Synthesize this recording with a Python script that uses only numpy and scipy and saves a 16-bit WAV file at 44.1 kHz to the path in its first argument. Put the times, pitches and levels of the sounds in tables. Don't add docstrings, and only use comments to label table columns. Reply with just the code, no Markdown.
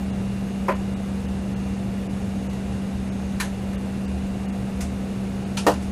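import sys
import numpy as np
from scipy import signal
from scipy.fft import rfft, irfft
from scipy.io import wavfile
from scipy.ndimage import uniform_filter1d

SR = 44100
rng = np.random.default_rng(int(sys.argv[2]) if len(sys.argv) > 2 else 0)


def nominal_scale(level):
    x = np.asarray(level, float) / 20
    return 10 ** x


def unload_wav(signal):
    wavfile.write(
        sys.argv[1],
        SR,
        np.round(np.clip(np.atleast_2d(signal).T, -1, 1) * 32767).astype(np.int16),
    )


N = 260631


def rms_one(x):
    return x / np.sqrt(np.mean(x ** 2) + 1e-20)


def bin_hz(size):
    return np.arange(size // 2 + 1) * SR / size


def from_middle():
    return (np.arange(N) - N / 2) / SR


def shaped(x, gain):
    return irfft(rfft(x) * gain, len(x))


def colour_db(spectrum, size):
    hz, level_db = np.transpose(spectrum)
    return np.interp(np.log(bin_hz(size) + 1e-3), np.log(hz), level_db)


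def resonances_db(hz, modes):
    return sum(level_db / (1 + (2 * (hz - centre) / width) ** 2) for centre, width, level_db in modes)


def turbulence(spectrum, modes):
    level_db = colour_db(spectrum, N) + resonances_db(bin_hz(N), modes)
    return rms_one(shaped(rng.standard_normal(N), nominal_scale(level_db)))


def ventilation():
    # (frequency [Hz], density [dB per Hz])
    rumble = [(13, -51), (22, -28.5), (65, 0), (97, -7), (124, -3), (156, -9), (161, -10), (170, -7.5),
              (220, -34), (370, -120)]
    # (frequency [Hz], density [dB per Hz])
    rush = [(130, -17), (215, -4.5), (227, -5), (295, -10.5), (501, -15), (652, -17.5), (700, -17.5),
            (945, -24), (1690, -28), (2820, -30), (3190, -36), (3540, -32.5), (5220, -38.5), (10400, -41),
            (14500, -51.5)]
    # (frequency [Hz], width [Hz], level [dB])
    ducts = [(257, 10, 3.5), (485, 40, 3), (701, 42, 3), (805, 36, 3), (2680, 820, -0.5), (4100, 600, -1),
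             (14100, 2800, 8)]
    # (time [s], level [dB], half width [s])
    swells = [
        (.25, 2.5, .12),
        (2.2, 4, .18),
        (3.4, 2.5, .15),
        (5.48, 3, .1),
    ]
    t = np.arange(N) / SR
    swell_db = sum(level_db * np.exp(-((t - s) / width) ** 2) for s, level_db, width in swells)
    flow = nominal_scale(-35.2 + swell_db) * turbulence(rumble, [])
    return flow + nominal_scale(-34.7 + 0.08 * swell_db) * turbulence(rush, ducts)


def blower():
    blade_hz, middle_db, fade_db_per_s = 194.5, -28.5, -0.3
    t = from_middle()
    return np.sqrt(2) * nominal_scale(middle_db + fade_db_per_s * t) * np.sin(2 * np.pi * blade_hz * t)


def motor():
    line_hz = [73.4, 121.2, 2455, 2676.4, 2750, 2824.7, 2870, 2897, 6473.4, 6622]
    # (level midway [dB], drift [dB/s], width [Hz], steady share [0-1])
    lines = [(-38, -.3, 4.1, .4), (-44, -.3, 6.0, .3), (-64, .1, 30.0, .1), (-66, 1.2, 3.0, .6),
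             (-62, -1.8, 1.5, .7), (-65, .1, 1.5, .7), (-69, .1, 2.7, .5), (-65, .1, 3.3, .6),
             (-66, -.4, 3.0, .4), (-70, .3, 15, .2)]
    out, bins, t = np.zeros(N), bin_hz(N), from_middle()
    for hz, (level_db, drift, width, steady) in zip(line_hz, lines):
        resonance = 1 / (1 + (2 * (bins - hz) / width) ** 2)
        wavering = rms_one(shaped(rng.standard_normal(N), resonance))
        steady = np.clip(steady, 0, 1)
        tone = np.sqrt(2 * steady) * np.sin(2 * np.pi * hz * t)
        out += nominal_scale(level_db + drift * t) * (np.sqrt(1 - steady) * wavering + tone)
    return out


def snaps():
    # (time [s], rms level [dB], colour index)
    breaks = [
        (.6825, -18.5, 0),
        (2.533, -51, 3),
        (2.723, -51, 3),
        (3.3991, -25, 2),
        (3.728, -45.5, 2),
        (4.806, -34.5, 3),
        (5.570, -27.5, 4),
        (5.6655, -12, 1),
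        (5.822, -46, 3),
    ]
    # (frequency [Hz], density [dB per Hz])
    knock = [(160, -22), (280, -4.5), (444, -8), (573, 0.5), (727, -10), (999, -5), (1530, -14.5),
             (2430, -19.5), (3340, -31), (3560, -41), (4590, -36), (7050, -44), (11400, -44), (12500, -43),
             (16200, -78), (22000, -120)]
    thud = [(170, -44), (290, -7.5), (540, -2), (942, -5), (1200, -14), (1490, -13), (1640, -24),
            (1840, -14), (2030, -26), (2520, -26.5), (2780, -18.5), (3490, -30.5), (3980, -26), (7910, -32),
            (14500, -38)]
    crack = [(500, -47), (850, -9), (1330, -12), (1770, -3.5), (1950, -12), (2560, -11.5), (3330, -18),
             (3980, -14), (5290, -23.5), (6020, -15.5), (9690, -23.5), (10500, -18), (14500, -34)]
    tick = [(820, -28), (1400, 0), (1560, -5), (2070, 1), (2620, -1), (2940, -4), (3550, -9), (5560, -3.5),
            (9070, -4.5), (14500, -19)]
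    snap = [(500, -31.5), (850, -7), (946, -1), (1100, -18), (1330, -6), (1840, -11), (2000, -22),
            (2420, -4), (3370, -8), (4220, -11), (5540, -12), (6020, -13), (6700, -13), (10800, -17),
            (14500, -41)]
    colours = [knock, thud, crack, tick, snap]
    # (frequency [Hz], level over the reflections [dB], T60 [s])
    rings = [
        [(355, -8, 0.13), (556, -4, 0.16), (623, -5, .15), (943, -4, 0.13), (1013, 2.5, 0.11),
         (1382, -10, 0.092)],
        [(303, -4, 0.17), (393, -8, .12), (452, -2, .11), (498, 2.5, 0.11), (593, -4, 0.17), (686, -4, 0.13),
         (800, -5, .13), (994, -9, 0.11), (1150, -12, .1), (1460, -17.5, .12), (1850, -12.5, 0.079)],
        [(1005, -6, 0.15), (1500, -3, 0.09), (1570, -6, .08), (1800, -7, .1), (2400, -11, 0.088),
         (4100, -11, .08)],
        [(2070, -7, .08)],
        [(1350, -5, 0.17), (2420, -10, .1), (4200, -7, .08), (5940, -5, 0.069)],
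    ]
    crossover_hz = [900, 3500]
    cabin_t60_s = [0.15, 0.185, 0.22]
    build_s = [0.0025, 0.0012, .0007]
    body_echo_db = -4
    size = 16384
    t, hz, out = np.arange(size) / SR, bin_hz(size), np.zeros(N + size)
    low, below_treble = [1 / (1 + (hz / edge) ** 4) for edge in crossover_hz]
    ranges = [low * nominal_scale(body_echo_db), below_treble - low, 1 - below_treble]
    for s, level_db, index in breaks:
        kind, at = int(round(index)), round(s * SR)
        hold = 0.017 + 0.00025 * level_db
        after_hold = np.maximum(t - hold, 0)
        echo = rms_one(shaped(rng.standard_normal(size), nominal_scale(colour_db(colours[kind], size))))
        echo = echo / np.sqrt(uniform_filter1d(echo ** 2, size=300))
        for part, t60, build in zip(ranges, cabin_t60_s, build_s):
            envelope = (1 - np.exp(-t / build)) * nominal_scale(level_db - 60 * after_hold / t60)
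            out[at:at + size] += shaped(echo, part) * envelope
        for mode_hz, mode_db, t60 in rings[kind]:
            decay = nominal_scale(level_db + mode_db - 1.5 - 60 * after_hold / t60)
            swell = (1 - np.exp(-t / 0.0021)) * decay
            out[at:at + size] += swell * np.sin(2 * np.pi * mode_hz * t)
    return out[:N]


def pricks():
    # (time [s], peak level [dB])
    clicks = [
        (2.5005, -35),
        (2.534, -27),
        (4.808, -30),
    ]
    ring_hz, t60_s = 2500, 0.0009
    out, t = np.zeros(N), np.arange(400) / SR
    for s, level_db in clicks:
        at = round(s * SR)
        out[at:at + len(t)] += nominal_scale(level_db - 60 * t / t60_s) * np.cos(2 * np.pi * ring_hz * t)
    return out


def scene():
    return (ventilation() + blower() + motor() + snaps() + pricks())[None]


def sparse_top(x):
    # (frequency [Hz], share)
    keep_above = [(7000, .1), (9600, .65), (11000, 1.2), (12300, 1.7), (13800, 2.15), (14500, 2.4),
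                  (14800, 6)]
    masking = 0.8
    padded = np.pad(x[0], (511, 0))
    hz, _, bins = signal.stft(padded, SR, nperseg=2048, noverlap=1024)
    size = abs(bins)
    treble = size[hz > 5000].mean(axis=0)
    treble = np.minimum(treble, np.roll(treble, 2))
    bar = np.interp(hz, *np.transpose(keep_above), left=0) * np.median(size, axis=1)
    weak = size < np.outer(bar, (treble / np.median(treble)) ** masking)
    lost = signal.istft(bins * weak, SR, nperseg=2048, noverlap=1024)[1]
    return x - lost[511:511 + N]


def starve(x):
    starved = [.119, .741, .953, 1.272, 1.551, 2.084, 2.485, 3.108, 3.769, 4.068, 4.472, 4.515, 5.454]
    from_hz, spread_hz = 2800, 700
    spared = 0.4
    out, half = x.copy(), 780
    hz = bin_hz(2 * half)
    band = (hz // 220).astype(int)
    for s in starved:
        draw = rng.random(101)
        at = round(s * SR)
        part = slice(at - half, at + half)
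        above_edge = hz > from_hz + spread_hz * draw[0] ** 2
        lost = above_edge * (draw[band] >= spared * from_hz / (hz + 1))
        removed = shaped(x[0, part], (hz > from_hz) * (1.4 * lost - 0.4))
        out[0, part] -= 0.92 * np.hanning(2 * half) * removed
    return out


def roll_off(x):
    return signal.sosfilt(signal.butter(12, 15000, fs=SR, output="sos"), x)


def record(dry):
    cut = shaped(dry[0], bin_hz(N) < 14900)[None]
    mix = starve(sparse_top(cut))
    return roll_off(mix)


dry = scene()
out = record(dry)
unload_wav(out)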